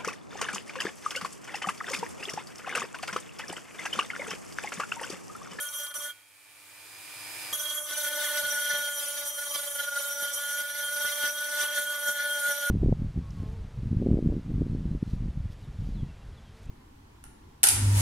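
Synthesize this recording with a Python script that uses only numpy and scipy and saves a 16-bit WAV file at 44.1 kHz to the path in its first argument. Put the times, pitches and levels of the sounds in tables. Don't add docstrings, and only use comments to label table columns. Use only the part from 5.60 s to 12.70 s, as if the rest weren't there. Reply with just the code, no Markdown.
import sys
import numpy as np
from scipy import signal
from scipy.fft import rfft, irfft, next_fast_len
from scipy.io import wavfile
from scipy.ndimage import uniform_filter1d, map_coordinates

SR = 44100
rng = np.random.default_rng(int(sys.argv[2]) if len(sys.argv) > 2 else 0)


def digitize_waveform(pressure):
    field = np.atleast_2d(pressure).T
    bounded = np.clip(field, -1, 1)
    quanta = np.round(bounded * 32767).astype(np.int16)
    wavfile.write(sys.argv[1], SR, quanta)


N = 313110
STEP = 40

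# [f/Hz, likeness 0 to 1]
MIC_LIKENESS = [(60, 0.67), (150, 0.63), (380, 1), (950, 0.46), (2400, 0.74), (4000, 0.15), (8000, 0.44),
                (15000, 0.42)]
# [f/Hz, left minus right level/dB]
MIC_LEAN = [(60, -9), (150, 1.5), (380, -5), (950, 2), (2380, -2), (5980, -1.5), (15000, -1)]

# [t/s, speed/turns per s]
SHAFT_SPEED = [(0, 292), (.56, 292.6), (.82, 294.8), (1.06, 296.8), (1.3, 298.7), (1.92, 299.8),
               (1.94, 298.5), (2.15, 297.6), (2.4, 296.2), (2.7, 295.6), (2.85, 292.6), (3.15, 290.8),
               (3.45, 288.8), (3.9, 288.6), (4.2, 286.5), (4.4, 284.8), (4.6, 286), (4.95, 289.4),
               (5.3, 291.2), (5.5, 291.4), (5.8, 293.4), (6.1, 293.3), (6.35, 291.2), (6.75, 290.5),
               (6.9, 287.5), (7.1, 287.5)]
SUNG_ORDERS = [(1, 0), (2, 0), (3, 0), (4, 1), (5, 2), (6, 3), (7, 3), (8, 3), (9, 3), (10, 3), (11, 4),
               (12, 3), (13, 3), (14, 3), (15, 3), (16, 3), (17, 3), (18, 3), (19, 3), (20, 5), (21, 5)]
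# [level re its ring/dB, roughness, fastest waver/Hz, share of reflected sound]
SUNG_TONE = [(-27.5, 0.15, 28, 0.46), (-2.5, 0.18, 32.6, 0.2), (-14.5, 0.24, 62, 0.15), (0, 0.9, 144, 0.47),
             (-1.5, 0.22, 50, 0.09), (-2, 0.84, 65, 0.41), (-9, 1.3, 80, 1), (-17, 1.5, 160, 0.26),
             (-36, 0.66, 27, 0.42), (-15, 1.5, 61, 1), (2, 0.3, 45, 0.25), (-6, 4.5, 140, 0.45),
             (-23, 1.2, 78, .5), (-12.5, 2.5, 140, 0.61), (-13, 2.3, 100, 0.74), (-52, 0.92, 67, 0.56),
             (-17.5, 2.2, 140, 0.44), (-30, 0.63, 96, .5), (-25, 1.2, 40, .5), (-2, 0.4, 110, 0.12),
             (-5.5, 0.52, 95, 0.23)]
CUP_BOTTOM_MODES = {5: (1452, 80), 11: (3205, 110)}
# [f/Hz, width/Hz, relative level/dB]
CUP_HIGH_MODES = [(5935, 128, -0.5), (6910, 190, -8), (7683, 52, -2), (9470, 57, -0.5), (9550, 127, 2),
                  (10200, 150, -38), (11330, 260, -2), (11700, 130, -12.5)]
# [f/Hz, relative level/dB per Hz]
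SCRATCH_COLOUR = [(150, -106), (400, -2.5), (1000, -15.5), (2200, -7), (2500, -13.5), (2750, -14),
                  (3000, -5), (3500, -3.5), (4300, -10.5), (5000, -11.5), (5600, -12), (6200, -14),
                  (9000, -15.5)]
# [f/Hz, relative level/dB per Hz]
GRIT_COLOUR = [(4500, -64), (5400, -28), (6400, -13.5), (8200, -14.5), (9600, -1.5), (11500, -11),
               (13000, -13), (15800, -18.5)]

# [t/s, level/dB]
DRUM_PRESSURE = [
    [(0.0, -45), (0.012, -32.5), (0.078, -40), (0.12, -41), (0.142, -35.5), (0.224, -37), (0.242, -38),
     (0.298, -46), (0.314, -47), (0.334, -52), (0.346, -41.5), (0.372, -37), (0.41, -40), (0.456, -37),
     (0.5, -45)],
    [(1.94, -30.5), (2.07, -38.5), (2.14, -37.5), (2.15, -35), (2.37, -42.5), (2.38, -37), (2.43, -35.5),
     (2.56, -39.5), (2.66, -34), (2.7, -38.5), (2.72, -38), (3.56, -37), (3.59, -32.5), (3.62, -43.5),
     (3.68, -33), (3.72, -41), (3.74, -38), (3.98, -36.5), (4.11, -40.5), (4.15, -38), (4.34, -41),
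     (4.37, -37.5), (4.54, -38.5), (4.56, -46), (4.63, -34), (4.73, -43), (4.74, -33.5), (4.87, -39),
     (5.02, -38.5), (5.04, -40.5), (5.19, -39), (5.69, -36.5), (5.7, -37.5), (5.81, -38), (5.82, -41),
     (6.05, -37.5), (6.09, -42.5), (6.19, -36), (6.39, -43), (6.48, -36), (6.55, -40), (6.67, -41.5),
     (6.9, -36), (7.0, -43.5), (7.1, -37)],
]
# [t/s, level/dB]
MAIN_NOTE_LEVEL = [
    [(0.0, -43), (0.05, -42), (0.102, -48), (0.122, -63), (0.15, -49), (0.178, -52), (0.252, -43.5),
     (0.294, -57), (0.314, -41), (0.332, -64), (0.36, -44), (0.408, -54), (0.464, -42), (0.5, -43.5)],
    [(1.928, -47), (1.974, -53), (2.034, -43), (2.072, -52), (2.182, -43.5), (2.242, -59), (2.328, -38.5),
     (2.362, -46), (2.388, -38), (2.426, -45), (2.452, -33), (2.476, -38), (2.494, -44.5), (2.554, -37),
     (2.692, -38), (2.796, -32.5), (2.82, -44), (2.844, -35), (2.908, -36), (2.976, -32), (3.012, -36),
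     (3.128, -31.5), (3.152, -34.5), (3.2, -37.5)],
    [(3.21, -32.5), (3.252, -38.5), (3.288, -34), (3.356, -46.5), (3.482, -46), (3.518, -46), (3.626, -47),
     (3.672, -48), (3.698, -58), (3.748, -62), (3.78, -42), (3.82, -41), (3.878, -50), (3.902, -68),
     (3.932, -59), (3.95, -55), (3.992, -46.5), (4.108, -56.5), (4.132, -52), (4.15, -48), (4.204, -33),
     (4.222, -44), (4.284, -35), (4.298, -40), (4.376, -32), (4.398, -52), (4.424, -36.5), (4.5, -43)],
    [(4.51, -36), (4.53, -42), (4.548, -52), (4.574, -38.5), (4.642, -35), (4.76, -46), (4.81, -37),
     (4.908, -37.5), (4.972, -35.5), (5.152, -41.5), (5.166, -38), (5.382, -35), (5.4, -37), (5.45, -31),
     (5.516, -39), (5.54, -48), (5.64, -29.5), (5.684, -34), (5.724, -41), (5.8, -38)],
    [(5.81, -34), (5.916, -39), (5.938, -34), (6.004, -32.5), (6.072, -36), (6.146, -37.5), (6.172, -30),
     (6.244, -38), (6.294, -33), (6.416, -39), (6.496, -28), (6.534, -40.5), (6.596, -32), (6.822, -35),
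     (6.848, -28), (6.916, -33), (6.944, -39), (7.01, -40), (7.034, -30.5), (7.1, -30)],
]
# [t/s, level/dB]
LOW_NOTE_LEVEL = [
    [(0.0, -53), (0.022, -48), (0.048, -69), (0.092, -61), (0.118, -68), (0.138, -65), (0.162, -64),
     (0.236, -54), (0.29, -69), (0.314, -54), (0.336, -74), (0.358, -53), (0.378, -58.5), (0.468, -47),
     (0.5, -65)],
    [(1.94, -56), (2.23, -48), (2.28, -52), (2.47, -39.5), (2.74, -40), (2.77, -37.5), (2.83, -41),
     (3.09, -43.5), (3.17, -37), (3.23, -47), (3.49, -50), (3.55, -47), (3.74, -50), (4.41, -45),
     (4.56, -45.5), (4.63, -40), (4.69, -50.5), (4.93, -49.5), (4.96, -46.5), (5.07, -54), (5.24, -47),
     (5.26, -52), (5.39, -43), (5.52, -51), (5.56, -46.5), (5.83, -45.5), (6.01, -42.5), (6.08, -45.5),
     (6.18, -40), (6.22, -45.5), (6.38, -50.5), (6.5, -41), (6.54, -45.5), (6.68, -41), (6.74, -44.5),
     (6.78, -38), (6.83, -50), (6.91, -38.5), (7.07, -43), (7.1, -43)],
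]
# [t/s, level/dB]
HIGH_NOTE_LEVEL = [
    [(0.0, -38), (0.036, -62), (0.058, -35), (0.108, -55), (0.144, -40), (0.316, -46.5), (0.332, -48),
     (0.354, -44), (0.382, -65), (0.406, -42), (0.45, -42), (0.472, -52), (0.5, -41.5)],
    [(1.928, -31.5), (1.944, -33), (1.976, -48), (1.998, -37), (2.026, -47), (2.054, -37.5), (2.128, -39),
     (2.146, -44), (2.186, -36), (2.222, -51), (2.306, -41.5), (2.328, -52), (2.434, -47), (2.466, -39.5),
     (2.49, -43), (2.59, -44), (2.614, -49), (2.636, -38.5), (2.696, -45), (2.77, -41), (2.816, -53),
     (2.848, -38), (2.912, -45), (2.994, -43), (3.072, -36), (3.1, -42), (3.16, -34.5), (3.2, -43)],
    [(3.21, -44), (3.242, -37.5), (3.27, -37), (3.296, -46), (3.316, -41), (3.4, -42.5), (3.454, -45.5),
     (3.668, -49), (3.686, -43.5), (3.758, -49), (3.774, -44), (3.834, -52), (3.856, -37), (3.884, -52),
     (3.956, -39.5), (3.97, -49), (4.05, -53), (4.078, -45), (4.104, -53), (4.2, -43), (4.304, -55),
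     (4.358, -45), (4.38, -52), (4.402, -48), (4.448, -50), (4.47, -49), (4.5, -54)],
    [(4.51, -48), (4.53, -54), (4.606, -56), (4.638, -40.5), (4.736, -50), (4.782, -38), (4.808, -52),
     (4.836, -44), (4.858, -38), (4.926, -49), (4.986, -43), (5.156, -54), (5.192, -50), (5.224, -40.5),
     (5.278, -36.5), (5.318, -48), (5.372, -47), (5.436, -37), (5.508, -48), (5.526, -38), (5.552, -47),
     (5.576, -38), (5.594, -46), (5.64, -35), (5.728, -53), (5.76, -38), (5.8, -46)],
    [(5.81, -42), (5.856, -47), (5.888, -55), (5.96, -46), (6.064, -44), (6.108, -41.5), (6.182, -43),
     (6.204, -47), (6.248, -46), (6.272, -36.5), (6.352, -41), (6.376, -47), (6.498, -40.5), (6.524, -49),
     (6.546, -42), (6.578, -42), (6.624, -51), (6.642, -45), (6.722, -35), (6.744, -38), (6.872, -54),
     (6.912, -43), (6.938, -57), (7.042, -39.5), (7.1, -56)],
]
# [t/s, level/dB]
SCRATCH_LEVEL = [
    [(0.0, -35), (0.006, -59), (0.028, -48), (0.124, -61), (0.13, -53), (0.174, -64), (0.19, -50.5),
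     (0.256, -53), (0.268, -44), (0.298, -71), (0.31, -56), (0.33, -66), (0.342, -50), (0.408, -57),
     (0.424, -45), (0.472, -54), (0.5, -50)],
    [(1.94, -41), (1.97, -45.5), (2.1, -43.5), (2.24, -66), (2.3, -48), (2.312, -51), (2.37, -44),
     (3.26, -42), (3.35, -51.5), (3.43, -46.5), (3.55, -47), (3.58, -42), (3.75, -55.5), (3.79, -50),
     (3.92, -53.5), (3.95, -41), (4.11, -50), (4.21, -38.5), (4.3, -44.5), (4.96, -48.5), (5.02, -42),
     (5.03, -45), (5.24, -50.5), (5.5, -40), (5.55, -46.5), (5.6, -41), (5.68, -38), (5.75, -52),
     (5.78, -42.5), (5.89, -42.5), (6.03, -39.5), (6.08, -46), (6.15, -43), (6.42, -45.5), (6.5, -40.5),
     (6.52, -49), (6.61, -46.5), (6.67, -49), (6.93, -44.5), (6.98, -44), (7.1, -41.5)],
]
# [t/s, level/dB]
TOP_RING_LEVEL = [
    [(0.0, -52), (0.07, -62), (0.088, -40), (0.116, -54), (0.142, -44), (0.17, -48), (0.232, -45),
     (0.248, -57), (0.268, -56), (0.294, -56), (0.308, -53), (0.33, -65), (0.338, -55), (0.368, -35),
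     (0.386, -50), (0.398, -40), (0.416, -54), (0.438, -42), (0.5, -67)],
    [(1.94, -41), (1.98, -58), (2.0, -35), (2.07, -59), (2.1, -41.5), (2.13, -56), (2.31, -44), (2.72, -44),
     (2.79, -38), (2.82, -64), (2.84, -38), (2.87, -54), (2.92, -32), (2.93, -40), (3.08, -45), (3.12, -39),
     (3.13, -40), (3.29, -46), (3.33, -60), (3.39, -39), (3.45, -70), (3.46, -40), (3.52, -50), (3.59, -41),
     (3.62, -46.5), (3.96, -44.5), (3.98, -54.5), (4.38, -41.5), (4.47, -55), (4.51, -40), (4.71, -48),
     (4.74, -38), (4.87, -53), (4.9, -40), (5.0, -47), (5.04, -58), (5.11, -44), (5.23, -42), (5.24, -57),
     (5.37, -39.5), (5.45, -49), (5.46, -42), (5.65, -43), (5.66, -34), (5.75, -45), (5.99, -45),
     (6.01, -37), (6.06, -53), (6.18, -46), (6.24, -55), (6.41, -49), (6.5, -41), (6.55, -54), (6.61, -40),
     (6.67, -54), (6.8, -44), (6.84, -65), (6.91, -39), (7.07, -51), (7.1, -38)],
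]

# [mean level/dB, shares of the swing of pressure, main, low and high note, own wander/dB]
CONTACT_FOLLOWING = [(-48.5, 0, -0.057, 0.91, 0.05, 0.85), (-58, 0, -0.21, 0, 0.3, 3.3),
                     (-38.5, 0, 0.95, 0, 0, 0.13), (-52.5, 0.1, 0.54, 0.42, 0.086, 2.9),
                     (-46.5, 0, -0.064, 0.055, 1, 0.34), (-51.5, 0.3, -0.14, 0, 0, 1.5),
                     (-45.5, 0.036, -0.014, 0.00053, 0, 2.43), (-39, 0.85, -0.016, 0.12, 0, 0.94)]
# [t/s, gain before the share/dB, onset/s, recovery/s]
STROKE_DIGS = [(.125, -7, 0.017, 0.0045), (0.338, -47, 0.015, 0.002), (0.363, 20, 0.008, 0.0044),
               (1.97, -14, 0.016, 0.017), (2.145, -7, 0.026, 0.0072), (2.307, -2, .05, 0.0023),
               (2.39, -2, 0.0094, 0.016), (2.427, -26, 0.0089, 0.0053), (2.50, -25, 0.014, 0.012),
               (2.78, 10, 0.02, 0.021), (2.818, 8, 0.0093, 0.013), (3.11, 13, 0.016, 0.02),
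               (3.338, -2, 0.017, 0.019), (3.38, 17, 0.018, 0.039), (3.582, 5, 0.027, 0.036),
               (3.71, -7, 0.013, 0.02), (3.954, 10, 0.011, 0.015), (4.20, 3, 0.01, 0.039),
               (4.638, 3, 0.039, 0.055), (4.995, 12, 0.044, 0.027), (5.14, -15, 0.018, 0.014),
               (5.45, 9, 0.028, 0.032), (5.662, 0, 0.034, 0.036), (5.909, 1, 0.0084, 0.0079),
               (6.02, 23, 0.024, 0.053), (6.065, -4, 0.015, 0.065), (6.176, 19, 0.016, 0.026),
               (6.238, -2, 0.025, 0.02), (6.488, 26, 0.025, 0.016), (6.91, 21, 0.065, 0.017),
               (6.938, -6, 0.0094, 0.011)]
DIG_SHARES = [0.15, 0.27, 0.093, 0.055, 0.14, 0.088, 0.083, 0.13]
# [t/s, rate/hops per s, depth before the share/dB (minus: opposite phase), factor on the notes' roughness]
DRUM_HOPS = [(0, 26, 2, 0.83), (1.94, 17, 2.5, 0.93), (2.4, 19, -2.5, 1.4), (2.85, 22, 1, 1.76),
             (3.05, 22.7, 3.5, 0.53), (3.35, 23.8, 1, 0.3), (3.5, 24, -1, 0.67), (4.0, 24.4, 11, 0.65),
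             (4.4, 23.3, 5, 0.97), (4.6, 23, -3, 0.68), (4.8, 17.2, 2.5, 0.55), (5.4, 25, 3.5, 0.56),
             (5.7, 34, -2, 0.8), (6.1, 23, 1, 1.1), (6.4, 24, 2.5, 0.6), (7.1, 16, 0, 0.54)]
HOP_SHARES = [0.47, 0.24, 0.67, 0.5, 0.47, 0.38]

# [t/s, level/dB]
MOTOR_LEVEL = [(0, -53), (.5, -55.5), (.65, -60.5), (1.8, -41.5), (1.925, -41.5), (1.94, -46.5),
               (2.3, -52.5), (7.1, -54)]
WHINE_LINES = [(0, 1), (1, 0), (2, 0), (2.587, 0), (3, 0), (3.222, 0), (4, 0), (5, 0), (6, 0), (7.635, 0),
               (8, -1), (8, 0), (8, 1), (8, 2), (16, 0), (16, 1), (16, 2), (18, 0), (31, 0), (32, 0),
               (33, 0)]
WHINE_LEVEL = [-28, -24, -26.5, -21.5, -20.5, -23, -21, -23, -19, -21, -14, -9.5, -21, -17, -24, -16.5, -11,
               -21, -22, -18, -21]
WHINE_RISE = [-.5, 0, 0, 2.5, .3, 2.5, .3, .2, 0, 3, .3, -.3, -1.3, 0, 2, 3, 3.2, 2, 0, 1.3, 0]
# [f/Hz, relative level/dB per Hz]
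FAN_COLOUR = [(18, -65), (30, -40), (103, -2), (135, -6.5), (264, -19), (301, -9), (628, -5.5), (755, -3.5),
              (1420, -1.5), (2330, 0), (3450, -2.5), (4860, -3), (5680, -6.5), (9600, -0.5), (15800, -10)]

# [t/s, peak gain ahead of the band-pass/dB]
EDGE_CATCHES = [(.341, -33), (1.927, -27), (2.310, -27)]
# [t/s, peak gain of the thud/dB, peak gain of the rattle above it/dB]
BENCH_KNOCKS = [(0.369, -85, -57.5), (1.929, -77, -52), (2.306, -73, -60), (2.603, -66, -59),
                (2.829, -61, -53), (2.929, -80, -53), (3.129, -63, -49), (3.179, -69, -54),
                (3.947, -73, -55), (4.619, -71, -51), (4.989, -65, -58), (5.439, -59, -51.5),
                (5.629, -61.5, -47), (5.689, -71, -61), (6.018, -79, -49), (6.179, -99, -51),
                (6.479, -74, -48.5), (6.879, -76, -50)]

LIFT_S, TOUCH_S = 0.508, 1.928
LET_GO_S, LET_GO_DB, RING_OUT_DB_PER_S = 0.026, 18.5, 95
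LANDING_DB, LANDING_S = 6, 0.003
WANDER_HZ = 5.1
HOP_UNEVEN = 0.027
BURST_DB, BURST_HZ = 3, 21
MODES_FROM_HZ = 5550
RIPPLE_HZ = 100
CONTACT_DULL_HZ, CONTACT_DULL_DB = 1500, 8
CATCH_S = 0.0022
CUTOFF_HZ = 15710


def from_db(db):
    return 10 ** (np.asarray(db) / 20)


def rms_one(x):
    return x / np.sqrt(np.mean(x ** 2) + 1e-20)


def in_time(rows):
    s, *columns = np.transpose(rows)
    return [np.interp(np.arange(N) / SR, s, column) for column in columns]


def at_hz(points, hz):
    table = np.array(points)
    return np.interp(np.log(hz), np.log(table[:, 0]), table[:, 1])


def swing(stretches):
    rows = np.vstack(stretches)
    level_db, = in_time(rows)
    return level_db - np.mean(rows[:, 1])


def band_pass(noise, low_hz, high_hz):
    return signal.sosfilt(signal.butter(2, [low_hz, high_hz], "band", fs=SR, output="sos"), noise)


def drift(rate_hz):
    r = np.exp(-2 * STEP * np.pi * rate_hz / SR)
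    noise = rng.standard_normal(N // STEP + 2002)
    slow = signal.lfilter([1], [1, -2 * r, r * r], noise)[2000:]
    return np.interp(np.arange(N) / STEP, np.arange(len(slow)), rms_one(slow))


def sides(hz):
    return from_db(at_hz(MIC_LEAN, hz) / 2 * np.array([[1], [-1]]))


def to_microphones(mid, side, hz):
    alike = np.clip(at_hz(MIC_LIKENESS, hz), 0, 1)
    return np.sqrt(1 + alike) * mid + np.sqrt(1 - alike) * side * [[1], [-1]]


def stereo_noise(source, colour, patchy_db):
    size = next_fast_len(N)
    hz = np.maximum(np.fft.rfftfreq(size, 1 / SR), 10)
    mid, side = rfft(source, size)
    both = to_microphones(mid, side, hz) * from_db(at_hz(colour, hz)) * sides(hz)
    if not patchy_db:
        return rms_one(irfft(both, size)[:, :N])
    place = np.sqrt(np.minimum(hz, 16000) / 160)
    out = 0
    for band in range(11):
        share = np.cos(np.pi / 2 * np.clip(place - band, -1, 1)) ** 2
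        flicker = from_db(patchy_db * drift(25.0))
        out = out + irfft(both * share, size)[:, :N] * flicker
    return rms_one(out)


def wavering_tone(phase, hz, rough, rate_hz, spread, free=1):
    low_pass = signal.butter(4, rate_hz, fs=SR / STEP, output="sos")
    coarse = signal.sosfilt(low_pass, rng.standard_normal((2, N // STEP + 2001)))
    chance = np.dot([1, 1j], rms_one(coarse[:, 2000:]))
    waver = (1 + rough * chance) / np.sqrt(1 + 2 * rough ** 2)
    echo = spread * np.exp(1j * (rng.uniform(0, 2 * np.pi) + drift(0.82)[::STEP]))
    carrier = np.sqrt(2) * np.exp(1j * (phase + free * rng.uniform(0, 2 * np.pi)))
    slow = [np.interp(np.arange(N) / STEP, np.arange(len(echo)), waver * (1 + way * echo)) for way in (1, -1)]
    return sides(hz) * (carrier * slow).real


def contact_db():
    curves = (DRUM_PRESSURE, MAIN_NOTE_LEVEL, LOW_NOTE_LEVEL, HIGH_NOTE_LEVEL)
    controls = np.array([swing(curve) for curve in curves])
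    t = np.arange(N) / SR
    coarse_t = t[::STEP]
    dig_db = 0
    for s, gain_db, onset_s, recovery_s in STROKE_DIGS:
        width_s = np.where(coarse_t < s, onset_s, recovery_s)
        dig_db = dig_db + gain_db * np.exp(-((coarse_t - s) / width_s) ** 2)
    dig_db = np.repeat(dig_db, STEP)[:N]
    since_lift = np.maximum(t - LIFT_S, 0) * (t < TOUCH_S)
    loss_db = LET_GO_DB * np.minimum(since_lift / LET_GO_S, 1) + RING_OUT_DB_PER_S * since_lift
    loss_db = loss_db + LANDING_DB * (t >= TOUCH_S) * np.clip(1 - (t - TOUCH_S) / LANDING_S, 0, 1)
    levels = []
    for (mean_db, *shares, wander_db), dig_share in zip(CONTACT_FOLLOWING, DIG_SHARES):
        followed_db = mean_db + np.dot(shares, controls) + dig_share * dig_db
        levels.append(followed_db + wander_db * drift(WANDER_HZ) - loss_db)
    return levels


def cup_mode(tone, tone_hz, mode_hz, width_hz):
    r = np.exp(-np.pi * width_hz / SR)
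    turn_back = 2 * r * np.cos(2 * np.pi * mode_hz / SR)
    rung = signal.lfilter([1], [1, -turn_back, r * r], tone)
    z = np.exp(-2j * np.pi * tone_hz / SR)
    return rung * abs(1 - turn_back * z + r * r * z * z)


def drum_surface(turns, memory, hollow):
    grains = 128
    fresh = rng.standard_normal((2, 2300, grains))
    renewal = [1, 2 * hollow, hollow ** 2], [1, -2 * memory, memory ** 2]
    worn = signal.lfilter(*renewal, fresh, axis=1).reshape(2, -1)
    position = (turns + 30) * grains
    return np.array([map_coordinates(row, [position], order=3) for row in worn])


def high_modes(source, top_ring_db):
    out = 0
    for k, (hz, width_hz, db) in enumerate(CUP_HIGH_MODES):
        r = np.exp(-np.pi * width_hz / SR)
        resonance = [1, -2 * r * np.cos(2 * np.pi * hz / SR), r * r]
        mid, side = signal.lfilter([(1 - r * r) / 2, 0, (r * r - 1) / 2], resonance, source)
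        burst_db = top_ring_db if k == 0 else BURST_DB * drift(BURST_HZ)
        out = out + from_db(db + burst_db) * sides(hz) * to_microphones(mid, side, hz)
    return rms_one(signal.sosfilt(signal.butter(8, MODES_FROM_HZ, "high", fs=SR, output="sos"), out))


def sanding():
    *ring_db, scratch_db, grit_db = contact_db()
    scratch_db = scratch_db + swing(SCRATCH_LEVEL)
    ring_db[5] = ring_db[5] + swing(TOP_RING_LEVEL)
    shaft_hz, = in_time(SHAFT_SPEED)
    turns = np.cumsum(shaft_hz * (1 + 0.00263 * drift(21.6))) / SR
    hop_rate, depth_db, unsteady = in_time(DRUM_HOPS)
    hops = np.cumsum(hop_rate * (1 + HOP_UNEVEN * drift(1.8))) / SR
    hop_db = depth_db * np.cos(2 * np.pi * hops)

    singing = 0
    for (k, ring), (db, rough, waver_hz, spread) in zip(SUNG_ORDERS, SUNG_TONE):
        gain = from_db(ring_db[ring] + db + HOP_SHARES[ring] * hop_db)
        phase = 2 * np.pi * k * turns
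        tone = gain * wavering_tone(phase, k * 290, rough * unsteady[::STEP], waver_hz, spread)
        if k in CUP_BOTTOM_MODES:
            tone = cup_mode(tone, k * shaft_hz, *CUP_BOTTOM_MODES[k])
        singing = singing + tone

    scratch_grains = drum_surface(turns, memory=0.5, hollow=0.95)
    scratch = stereo_noise(scratch_grains, SCRATCH_COLOUR, patchy_db=2.0)
    grains = drum_surface(turns, memory=0.22, hollow=0.1)
    grit = stereo_noise(grains, GRIT_COLOUR, patchy_db=2.0)
    top_ring_db = 0.95 * (swing(TOP_RING_LEVEL) - swing(DRUM_PRESSURE))
    grit = grit + high_modes(grains, top_ring_db)
    bite = 1 + 0.11 * np.cos(2 * np.pi * turns)
    rasp = from_db(scratch_db + 0.11 * hop_db) * scratch + from_db(grit_db + 0.041 * hop_db) * grit
    return singing + bite * rasp


def motor():
    (shaft_hz,), (level_db,) = in_time(SHAFT_SPEED), in_time(MOTOR_LEVEL)
    t = np.arange(N) / SR
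    turn = 2 * np.pi * np.cumsum(shaft_hz) / SR
    ripple = 2 * np.pi * RIPPLE_HZ * t
    speed_change = np.maximum(shaft_hz - 299.6, -6)
    lines = 0
    for (k, m), db, rise_db in zip(WHINE_LINES, WHINE_LEVEL, WHINE_RISE):
        phase, hz = k * turn + m * ripple, k * 300 + m * RIPPLE_HZ
        line = wavering_tone(phase, hz, 0.13, 10.0, 0.45, free=k != 8)
        lines = lines + from_db(db + rise_db * speed_change) * line
    air = stereo_noise(rng.standard_normal((2, N)), FAN_COLOUR, patchy_db=0)
    pulsing_air = from_db(1.5) * air * (1 + 0.047 * np.cos(ripple))
    whole = from_db(level_db) * (lines + pulsing_air)
    low = signal.sosfiltfilt(signal.butter(2, CONTACT_DULL_HZ, fs=SR, output="sos"), whole)
    in_contact = 1.0 * ((t < LIFT_S) | (t > TOUCH_S))
    pressed = uniform_filter1d(in_contact, size=441)
    return low + from_db(-CONTACT_DULL_DB * pressed) * (whole - low)


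def catches():
    t = np.arange(N) / SR
    gain = 0
    for s, db in EDGE_CATCHES:
        gain = gain + from_db(db) * (t >= s) * np.exp(-np.clip(t - s, 0, 1) / CATCH_S)
    return gain * band_pass(rng.standard_normal(N), 600, 7000)


def knocks():
    t = np.arange(N) / SR
    thud = rms_one(band_pass(rng.standard_normal((2, N)), 18, 90))
    rattle = rms_one(band_pass(rng.standard_normal((2, N)), 170, 900))
    thud_gain, rattle_gain = np.zeros(N), np.zeros(N)
    for s, thud_db, rattle_db in BENCH_KNOCKS:
        at = slice(int(s * SR), int((s + 0.3) * SR))
        since = np.maximum(t[at] - s, 0)
        slow, fast = since / 0.018, since / 0.009
        thud_gain[at] += from_db(thud_db) * slow * np.exp(1 - slow)
        rattle_gain[at] += from_db(rattle_db) * fast * np.exp(1 - fast)
    shared = [[0.89, 0.75], [1.0, -0.2]]
    return shared @ (thud_gain * thud + rattle_gain * rattle)


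def scene():
    return sanding() + motor() + catches() + knocks()


def record(dry):
    return signal.sosfilt(signal.ellip(14, 0.3, 90, CUTOFF_HZ, fs=SR, output="sos"), dry)


dry = scene()
out = record(dry)
digitize_waveform(out)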